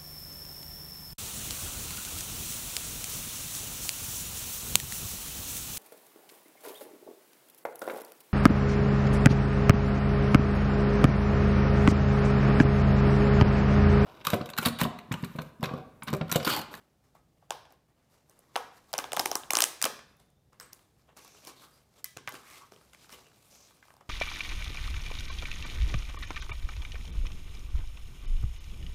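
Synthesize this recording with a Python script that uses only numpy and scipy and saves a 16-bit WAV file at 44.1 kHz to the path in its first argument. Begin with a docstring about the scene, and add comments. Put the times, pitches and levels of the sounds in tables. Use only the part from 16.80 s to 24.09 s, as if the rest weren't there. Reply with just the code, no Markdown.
"""Tear strip of a small cardboard box, close up

Hands pick at and pull a perforated strip off the box and fold the flaps open, close to the microphone.
Each paper bridge breaks with a crack of noise that knocks the hollow panels, modelled as resonances;
grainy noise rubs softly, card sings and squeaks, short low tones thump. A bare, lively room answers
after a short gap as noise dying band by band, over a faint low rumble and microphone hiss."""
import sys
import numpy as np
from scipy import signal
from scipy.fft import rfft, irfft
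from scipy.io import wavfile
from scipy.ndimage import uniform_filter1d

SR = 44100
rng = np.random.default_rng(int(sys.argv[2]) if len(sys.argv) > 2 else 0)


def ratio_of_db(decibels):
    """Turn decibels (scalar or array-like) into linear amplitude factors; 0 dB maps to 1."""
    return 10 ** (np.asarray(decibels, float) / 20)


def store_pcm(level_fs):
    """Save levels as 16-bit WAV."""
    pcm = np.round(np.clip(level_fs, -1, 1) * 32767).astype(np.int16)
    wavfile.write(sys.argv[1], SR, np.atleast_2d(pcm).T)


N = 321577

# edges of third-octave bands, for the rubbing and the room [Hz]
EDGES_HZ = 20 * 2 ** np.arange(0, 9.8, 1 / 3)


def rms_one(x):
    """Scale to rms 1."""
    return x / np.sqrt(np.mean(x ** 2) + 1e-20)


def loudest_one(x, size):
    """Scale so that the loudest stretch of that many samples has rms 1."""
    return x / np.sqrt(uniform_filter1d(x ** 2, size).max() + 1e-20)


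def at_hz(points, hz, column=1):
    """Read a table on a log-frequency axis."""
    points = np.array(points)
    return np.interp(np.log(np.maximum(hz, 1)), np.log(points[:, 0]), points[:, column])


def coloured(x, spectrum):
    """Weight the last axis by a spectrum in dB."""
    hz = np.fft.rfftfreq(x.shape[-1], 1 / SR)
    return irfft(rfft(x) * ratio_of_db(at_hz(spectrum, hz)), x.shape[-1])


def bandpass(x, low_hz, high_hz):
    """Second-order Butterworth band."""
    return signal.sosfilt(signal.butter(2, [low_hz, high_hz], "band", fs=SR, output="sos"), x)


def drift(rate_hz):
    """Slow random wander of rms 1: noise through a double pole, made at every 20th sample."""
    r = np.exp(-2 * np.pi * rate_hz * 20 / SR)
    noise = rng.standard_normal(N // 20 + 2002)
    slow = signal.lfilter([1], [1, -2 * r, r * r], noise)[2000:]   # skip the settling
    return np.interp(np.arange(N) / 20, np.arange(len(slow)), rms_one(slow))


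def resonance(x, hz, width_hz):
    """Two-pole resonance, gain 1 on top."""
    r = np.exp(-np.pi * width_hz / SR)
    poles = [1, -2 * r * np.cos(2 * np.pi * hz / SR), r * r]
    return signal.lfilter([(1 - r * r) / 2, 0, (r * r - 1) / 2], poles, x)


def add(out, s, sound):
    """Lay a sound into the track at s seconds."""
    i = int(s * SR)
    out[i:i + len(sound)] += sound[:len(out) - i]


def snaps(fibre_db=2.5, tail_db=-19, tail_ms=3.0, reach=0.21):
    """Fibres part in a flurry of clicks and jolt the panels: direct sound, and the sum that fills the room."""
    # breaking bridges, ticks and creaks, levels before the low cut:
    # (time [s], crack [dB], brightness [dB per octave], knock [dB], struck panel [Hz])
    breaks = [(0.3505, -66, 3, -52, 820), (0.6232, -80, -8, -56.5, 736), (0.697, -65, 2.1, -56, 810),
              (0.7064, -24, -3, -24.5, 850), (0.853, -52.5, -11, -55, 785), (0.905, -58, -6, -55.5, 680),
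              (0.9233, -54, 9, -55, 690), (1.496, -52.5, 4.5, -61, 500), (1.591, -51.5, 3.5, -59, 524),
              (1.7571, -23, -13, -28, 660), (1.7613, -23, -1, -20.5, 875), (2.13, -28.5, 2, -35, 820),
              (2.1376, -24.5, -5, -26, 740), (2.1801, -22, 3.5, -29.5, 690),
              (2.1872, -23.5, -4, -28.5, 1140), (2.2411, -31, -8.5, -34, 740),
              (2.3196, -27.5, -4, -37, 690), (2.3316, -23, -0.6, -27, 820),
              (2.3656, -25.5, -1.5, -32.5, 880), (2.3706, -22, -6, -23, 810), (2.3942, -17, -2, -27.5, 840),
              (2.3974, -18.5, 0.7, -24.5, 820), (2.4554, -30.5, -2, -29, 750),
              (2.458, -19.5, 1.1, -29, 790), (2.5146, -22, 0.1, -26, 820), (2.5541, -19.5, 4, -27.5, 983),
              (2.6343, -39, -13, -57, 915), (2.7048, -20, -1, -39, 820), (2.7065, -18, 5, -27, 830),
              (2.7336, -18.5, 0, -24, 1080), (2.753, -15, -1, -27, 1130), (2.7697, -13.5, 3, -22.5, 1020),
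              (2.7875, -16, 0.5, -27.5, 1020), (2.8047, -15, 1.1, -52, 1420),
              (2.8204, -12.5, -0.3, -45, 770), (2.8228, -16, -1.5, -27, 660),
              (2.8397, -12.5, 1.6, -54, 1540), (3.0156, -25, -1, -37.5, 1100), (3.025, -16, 1, -32, 1220),
              (3.0409, -18.5, -2.5, -50, 1220), (3.0421, -19, -1.5, -44, 1380),
              (3.053, -18.5, -2, -25.5, 1150), (3.0597, -26, -3.2, -27, 560), (3.191, -46, -9.5, -47, 1190),
              (3.3676, -64, 9.5, -72.5, 750), (3.3995, -59.5, 0.5, -63.5, 712),
              (3.502, -64.5, 8, -73.5, 756), (3.7301, -62.5, -3.5, -57, 1064),
              (3.7992, -38.5, -2.7, -48, 1604), (3.8092, -46, 7, -51, 1345),
              (3.828, -53.5, -3.5, -56.5, 1300), (3.9312, -38, 6, -70, 1580), (3.992, -61, -1.2, -63, 1035),
              (4.2896, -61.5, -15, -53.5, 671), (4.366, -54, -6, -56.5, 708), (4.371, -49, -3, -51.5, 1080),
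              (4.4469, -50.5, 2, -57, 1035), (4.4776, -53, 1, -71, 410), (4.548, -59, -13, -57.5, 420),
              (4.6495, -45, 5, -58, 640), (4.6713, -39.5, 4, -56, 1340), (4.6974, -52, -5, -66.5, 1320),
              (5.2431, -26, 2, -46, 2040), (5.2449, -34, 10, -55.5, 2030),
              (5.3662, -47.5, -8.5, -42.5, 327), (5.3707, -34.5, -6.5, -41.5, 1160),
              (5.4749, -28.5, -5.5, -31.5, 1140), (5.4819, -29.5, -14, -44.5, 1370),
              (5.491, -39, 7, -45, 2240), (5.5225, -42, -1, -44.5, 609), (5.5414, -42, -2, -43, 1110),
              (5.5524, -40, -6, -62, 1150), (5.9204, -47.5, -11, -46.5, 480), (5.9362, -55, -4, -58, 372),
              (5.9617, -52, -8, -59, 450), (6.0115, -61, -9, -58, 1250), (6.1326, -49, -4, -54.5, 1730),
              (6.1472, -47, -5.5, -60, 576), (6.245, -54, -19, -61, 895), (6.293, -49, -3, -49, 1220),
              (6.303, -50, -2, -68, 2100), (6.3218, -47, 1, -59, 2164), (6.3259, -44, -1.4, -58.5, 2110),
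              (6.3419, -61, -7, -58, 397), (6.385, -59, -8, -53.5, 1120), (6.4665, -55, -6, -61, 437),
              (6.9073, -62, -10.5, -54.5, 1060), (7.0263, -54.5, -10.5, -49.5, 1630),
              (7.053, -64, 6, -56, 820), (7.082, -59, -8, -52.5, 980), (7.1037, -52.5, -6.5, -51, 1090),
              (7.139, -58, -5, -54, 850), (7.166, -58, -4.5, -54.5, 930), (7.2083, -59, -6, -52, 720)]
    # resonances of the box panels: (centre [Hz], relative level [dB], time to ring down 71 dB [s])
    panels = [(300, -3.5, .04), (424, 4.5, 0.12), (560, 3.5, 0.0079), (690, 2, 0.014), (820, 2, 0.014),
              (986, -7, 0.045), (1195, 0.5, 0.021), (1290, 2.5, 0.039), (1530, 4.5, 0.011),
              (2050, 13.5, 0.087)]
    # a hard break is brief, a weak one drags
    loud_db, loud_ms, longer_ms_per_db = -12, 1.8, .022

    size = 2048
    direct, around = np.zeros(N), np.zeros(N)
    ms = np.arange(size) / SR * 1000 - 1   # time from the break
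    rows = np.concatenate([breaks, ticks(count=130)])
    tilts = rows[:, 2]
    fibres = rng.standard_normal((len(rows), size))
    fibres = fibres * ratio_of_db(fibre_db * rng.standard_normal((len(rows), size)))
    fibres = irfft(rfft(fibres) * crack_colours(tilts, spread_db=5.5, share=1))
    impulse = 1. * (np.arange(size) == 60)
    clicks = irfft(rfft(impulse) * crack_colours(0.89 * tilts, spread_db=6.0, share=0.41))
    luck = rng.standard_normal((len(rows), len(panels)))

    for (s, crack_db, _, knock_db, knock_hz), noise, click, draws in zip(rows, fibres, clicks, luck):
        length = max(loud_ms + longer_ms_per_db * (loud_db - crack_db), .3)
        rise = min(0.24 * length, .6)
        away = ms - 1.2 * rise
        hump = np.exp(-(away / np.where(away < 0, rise, .62 * length)) ** 2)
        fray = ratio_of_db(tail_db) * np.exp(-ms / tail_ms) * (ms > 0)   # loose fibres keep ticking
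        crack = ratio_of_db(crack_db) * loudest_one(noise * (hump + fray), size=30)

        # the panel is yanked: slope of a Gaussian, quicker for a higher panel
        yank = (ms - min(length, 2.2) / 2 - .6) * knock_hz / 259.0
        push = np.diff(np.exp(-yank ** 2), prepend=0)
        knock = 0
        for (hz, level_db, ring_s), draw in zip(panels, draws):
            near = np.exp(-(np.log(hz / knock_hz) / reach) ** 2) + 0.38
            strength = near * ratio_of_db(level_db + 1.5 * draw) * np.sign(draw)
            knock = knock + strength * resonance(push, hz, 2.6 / ring_s)
        knock = ratio_of_db(knock_db) * loudest_one(knock, size=60)
        add(direct, s - .001, crack + knock)

        # all directions together sound smoother
        broad = resonance(push, knock_hz, 0.68 * knock_hz)
        add(around, s - .001, rms_one(click) * np.std(crack) + rms_one(broad) * np.std(knock))
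    low_cut = signal.butter(2, 330, "high", fs=SR, output="sos")   # the snaps carry little below 330 Hz
    return signal.sosfilt(low_cut, direct), signal.sosfilt(low_cut, around)


def crack_colours(tilts, spread_db, share):
    """One spectrum a snap: the common colour, tilted, with the strip's resonances at strengths of their own."""
    # common colour of a crack: (frequency [Hz], relative density [dB])
    common = [(710, -17), (1200, -6.5), (1970, -10), (5100, -4), (7330, -7), (9030, -4), (11600, -5),
              (15300, -5.5), (16500, -21.5)]
    # resonances of the taut strip: (centre [Hz], half-width at 1/e [Hz], mean boost at share 1 [dB])
    strip = [(2266, 1000, 4), (3350, 860, 4.5), (5470, 850, 5.5), (6900, 1200, 4), (8880, 2300, 2.5),
             (12400, 720, -1)]
    hz = np.fft.rfftfreq(2048, 1 / SR)
    octaves = np.log2(np.clip(hz, 1500, 16000) / 5000)
    colour_db = at_hz(common, hz) + tilts[:, None] * octaves
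    luck_db = spread_db * rng.standard_normal((len(tilts), len(strip)))
    for (centre_hz, width_hz, level_db), own_db in zip(strip, luck_db.T):
        peak = np.exp(-((hz - centre_hz) / width_hz) ** 2)
        colour_db = colour_db + share * (level_db + own_db[:, None]) * peak
    return ratio_of_db(colour_db)


def ticks(count):
    """Small ticks thrown off by rubbing at random moments, as strong as it allows; rows like the snaps."""
    when, size, tilt, hard, pitch = rng.random((count, 5)).T
    s = .01 + when * (N / SR - .02)
    crack_db = stroke_db(s, column=4) + 2 - 3 * np.log(size + 0.058)
    tilt_db = -6 + 8 * (tilt - .5)   # per octave
    knock_db = crack_db - 3.5 + 8 * (hard - .5)
    return np.transpose([s, crack_db, tilt_db, knock_db, 450 * 2.6 ** pitch])


def rubbing(grain_db=7.5, flicker_db=1.5, fine_under_hiss_db=-4.5):
    """Dense grains of skin on card: a rasp through the panels, a hiss and a finer hiss."""
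    # colour of the hiss: (frequency [Hz], relative density [dB])
    hiss_colour = [(1470, -8.5), (2500, 3), (2990, -1.5), (3230, 2), (3630, -0.5), (8940, -4.5),
                   (15000, -8.5), (16000, -23.5)]
    # colour of the rasp: (frequency [Hz], relative density [dB])
    rasp_colour = [(88, -10), (150, -6.5), (257, -1.5), (901, -3.5), (1130, -2), (1590, -9), (1910, -7),
                   (2090, -7.5), (3500, -10.5), (4550, -31), (7700, -120)]
    t, coarse = np.arange(N) / SR, np.arange(0, N, 40) / SR
    rasp_db = np.interp(t, coarse, stroke_db(coarse, column=3))
    hiss_db = np.interp(t, coarse, stroke_db(coarse, column=4))
    grains = rng.standard_normal((2, N)) * ratio_of_db(grain_db * rng.standard_normal((2, N)))
    bright = coloured(grains, hiss_colour)
    rasp = patchy(coloured(grains, rasp_colour), 150, 4500, patchy_db=1.5)
    hiss = patchy(bright, 2000, 8500, patchy_db=1.5)
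    fine = patchy(bright, 8000, 18000, patchy_db=1.2)
    hiss = hiss + ratio_of_db(fine_under_hiss_db + 1.9 * drift(8)) * fine
    flicker = ratio_of_db(flicker_db * drift(40) + 0.4 * drift(150))
    return flicker * (ratio_of_db(rasp_db) * rasp + ratio_of_db(hiss_db) * hiss)


def stroke_db(t, column):
    """Level of all strokes together: each swells to its peak and fades, straight in dB."""
    # skin and flap over card; swell and fade are the times for 18 dB, never under 2 ms:
    # (peak time [s], swell [s], fade [s], rasp [dB], hiss [dB])
    strokes = [(0.002, .01, 0.16, -69.5, -79), (.244, 0.021, .09, -71.5, -75),
               (0.352, 0.0091, 0.055, -62.5, -70), (.576, 0.012, .05, -74, -85), (.62, .01, 0.18, -73, -83),
               (.92, 0.038, 0.056, -65, -73), (1.09, 0.017, 0.072, -71, -79),
               (1.186, .04, 0.23, -72.5, -79.5), (1.334, 0.046, 0.16, -70, -70.5),
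               (1.51, 0.072, 1, -69.5, -74), (1.751, 0.071, 0.02, -63.5, -68.5),
               (1.98, 0.21, 0.046, -63, -66.5), (2.119, 0.17, 0.012, -66.5, -67),
               (3.3, .03, 0.12, -64.5, -75), (3.398, .01, 0.13, -68.5, -72.5),
               (3.73, 0.0089, 0.061, -64.5, -74.5), (3.82, 0.024, 0.081, -59.5, -59.5),
               (3.93, 0.0073, 0.018, -59, -57), (3.96, .01, 0.19, -69.5, -69),
               (4.19, 0.044, .15, -74.5, -74.5), (4.292, 0.016, .05, -60, -75.5),
               (4.371, .01, .11, -59, -58), (4.452, 0.066, 0.14, -63, -60), (4.548, 0.06, 0.33, -64.5, -61),
               (4.68, 0.042, 0.049, -50, -49), (4.85, 0.21, 0.04, -59.5, -60),
               (4.99, 0.32, 0.094, -70, -68.5), (5.191, 0.083, .03, -63, -62),
               (5.542, 0.036, 0.13, -55.5, -55), (5.761, 0.24, 0.13, -60.5, -55),
               (5.92, 0.0091, 0.15, -63, -66), (6.06, .21, 0.31, -69.5, -68.5),
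               (6.135, .01, 0.05, -64.5, -62), (6.256, 0.11, 0.017, -62, -56.5),
               (6.33, 0.06, 0.13, -56, -55.5), (6.54, 0.17, 0.36, -71, -67.5), (6.73, 0.18, 0.33, -68, -64),
               (6.871, 0.28, 0.2, -69, -65.5), (7.08, 0.21, 0.14, -77, -68.5),
               (7.211, 0.0086, 0.017, -57, -69.5), (7.28, .11, .11, -75, -74.5)]
    power = 1e-12
    for row in strokes:
        away = np.maximum((row[0] - t) / max(row[1], .002), (t - row[0]) / max(row[2], .002))
        power = power + ratio_of_db(row[column] - 18 * away) ** 2
    return 10 * np.log10(power)


def patchy(grains, low_hz, high_hz, patchy_db):
    """Third-octave bands, neighbours on unrelated grains, each wavering on its own; rms 1."""
    edges, out = EDGES_HZ[(EDGES_HZ > low_hz) & (EDGES_HZ < high_hz)], 0
    for k, (low, high) in enumerate(zip(edges, edges[1:])):
        out = out + bandpass(grains[k % 2], low, high) * ratio_of_db(patchy_db * drift(26))
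    return rms_one(out)


def singing(fade_s=0.012, grain_db=7):
    """Rubbed or shaken card favours one resonance for a moment: noise twice through it."""
    # card left ringing by a blow, cut off after half its decay:
    # (time [s], centre [Hz], width of each pass [Hz], level at the start [dB], 60 dB decay [s])
    rings = [(3.067, 3600, 230, -69.5, 1.4), (3.796, 8170, 1000, -52.5, .27), (3.795, 1300, 990, -56, .45),
             (4.817, 1190, 470, -59, 0.46)]
    # rubbed card on one pitch: (start [s], end [s], centre [Hz], width of each pass [Hz], level [dB])
    whistling = [(4.38, 4.643, 5940, 1645, -67), (4.755, 4.869, 3680, 1300, -64),
                 (4.91, 5.002, 4850, 300, -74), (5.575, 5.803, 1170, 300, -63),
                 (5.653, 5.79, 2050, 800, -60), (5.801, 5.858, 1086, 340, -57),
                 (6.311, 6.361, 2870, 500, -60), (6.448, 6.484, 2700, 500, -64),
                 (6.701, 6.886, 5800, 2500, -63)]
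    out = np.zeros(N)
    rows = [(s, s + t60 / 2, hz, width_hz, level_db, t60) for s, hz, width_hz, level_db, t60 in rings]
    rows = rows + [(*row, np.inf) for row in whistling]   # a whistle does not decay
    for start, end, hz, width_hz, level_db, t60 in rows:
        t = np.arange(int((end - start) * SR)) / SR
        grains = rng.standard_normal(SR) * ratio_of_db(grain_db * rng.standard_normal(SR))
        band = resonance(resonance(grains, hz, width_hz), hz, width_hz)[-len(t):]
        fade = np.clip(np.minimum(t, t[::-1]) / fade_s, 0, 1)
        add(out, start, rms_one(band) * fade * ratio_of_db(level_db - 60 * t / t60))
    return out


def squeak(waver_db=2.0):
    """A thin, faint, wavering tone that slides down."""
    from_s, to_s, start_hz, fall_hz_per_s, level_db = 3.265, 3.475, 11700, 7000, -82
    t = np.arange(N) / SR
    on = uniform_filter1d(1. * (t > from_s) * (t < to_s), size=800)
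    hz = start_hz - fall_hz_per_s * (t - from_s) + 30 * drift(60)
    return on * ratio_of_db(level_db + waver_db * drift(30)) * np.sin(2 * np.pi * np.cumsum(hz) / SR)


def flap(beat_hz=23.8, partner_db=-6):
    """Two close modes of the freed flap die away together."""
    start_s, hz, level_db, t60_s = 5.249, 1990, -56.5, .4
    out, t = np.zeros(N), np.arange(SR // 4) / SR
    partner = ratio_of_db(partner_db) * np.sin(2 * np.pi * (hz + beat_hz) * t)
    pair = np.sin(2 * np.pi * hz * t) + partner
    add(out, start_s, ratio_of_db(level_db - 60 * t / t60_s) * pair)
    return out


def thumps(t60=0.035):
    """Low thumps, mostly under the snaps: short dying tones at 125 to 350 Hz."""
    # thumps: (time [s], peak before the band filter [dB], pitch [Hz])
    low_tones = [(2.137, -46.5, 157), (2.189, -37, 300), (2.371, -38.5, 187), (2.396, -32.5, 305),
                 (2.459, -33, 347), (2.554, -32.5, 346), (2.707, -45, 260), (2.735, -32.5, 348),
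                 (2.768, -30.5, 340), (3.041, -31, 246), (3.056, -37.5, 318), (4.672, -46, 327),
                 (5.367, -38, 132), (5.477, -40, 125), (5.539, -42, 320), (5.919, -52.5, 334),
                 (6.324, -53, 277)]
    out, t = np.zeros(N), np.arange(6000) / SR
    for s, level_db, hz in low_tones:
        add(out, s, ratio_of_db(level_db - 60 * t / t60) * np.sin(2 * np.pi * hz * t))
    return bandpass(out, 95, 500)


def room(x, echo_s=0.0015, gap_s=0.0064, rise_s=0.0045):
    """Noise that dies band by band, starting after a gap and bunched where the first walls answer."""
    # the bare room: (frequency [Hz], 60 dB decay [s], gain before gap and walls [dB])
    decay = [(100, 1, -7.5), (260, 0.54, -4.5), (700, 0.44, -5), (1840, .55, -6), (4850, 0.48, -9.5),
             (8900, 0.32, -11), (14000, 0.33, -16)]
    # first walls: (delay [s], level over the dying noise [dB])
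    walls = [(0.01, 9), (0.0165, 7), (.023, 0.5), (.03, 0)]
    t = np.arange(SR) / SR
    answer, white = np.zeros(SR), rng.standard_normal((2, SR))
    for k, (low, high) in enumerate(zip(EDGES_HZ[4:], EDGES_HZ[5:])):
        band = bandpass(white[k % 2], low, high)
        t60 = at_hz(decay, low)
        fall = ratio_of_db(at_hz(decay, low, column=2) - 60 * t / t60)
        answer += band * fall / np.sqrt(t60 * SR / np.log(1e6))   # same energy for any decay
    walls_db = sum(level_db * np.exp(-((t - s) / echo_s) ** 2) for s, level_db in walls)
    answer *= np.clip((t - gap_s) / rise_s, 0, 1) * ratio_of_db(walls_db)
    return signal.fftconvolve(x, answer)[:N]


def quiet():
    """Microphone hiss and air, over a low rumble that swells and fades, partly with the handling."""
    # colour of hiss and air: (frequency [Hz], relative density [dB])
    air_colour = [(120, -24), (200, 5), (799, -2), (1050, -12.5), (1270, -12), (2510, -16), (4700, -16),
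                  (13000, -21), (15000, -19.5), (16500, -31.5)]
    # colour of the rumble: (frequency [Hz], relative density [dB])
    rumble_colour = [(12, -51), (20, -26.5), (27, -18.5), (29, -9.5), (35, -3), (48, -4.5), (65, 5.5),
                     (76, -1.5), (150, 4.5), (176, -3), (205, -5), (220, -9.5), (290, -38.5), (480, -120)]
    # swell of the rumble: (time [s], level [dB])
    rumble_level = [(0.0, -73), (0.79, -68.5), (1.08, -73.5), (2.13, -70), (2.46, -65.5), (3.04, -70),
                    (3.27, -68.5), (5.62, -72), (5.89, -69.5), (7.29, -72)]
    s, points_db = np.transpose(rumble_level)
    rumble_db = np.interp(np.arange(N) / SR, s, points_db)
    rumble = ratio_of_db(rumble_db) * rms_one(coloured(rng.standard_normal(N), rumble_colour))
    air = rms_one(coloured(rng.standard_normal(N), air_colour))
    return rumble + ratio_of_db(-73 + 1.0 * drift(0.79)) * air


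def scene():
    """The box close to the microphone, the room around it."""
    direct, around = snaps()
    soft = thumps() + rubbing() + singing() + squeak() + flap()
    return (direct + soft + room(around + soft) + quiet())[None]


def band_limit(x):
    """A steep low-pass at the top of the band."""
    return signal.sosfilt(signal.butter(12, 17160, fs=SR, output="sos"), x)


def record(dry):
    """The extreme top is cut: 50 dB down from 17.3 kHz."""
    top_cut = signal.cheby2(8, 50, 17300, fs=SR, output="sos")
    mix = signal.sosfilt(top_cut, dry)
    return band_limit(mix)


dry = scene()
out = record(dry)
store_pcm(out)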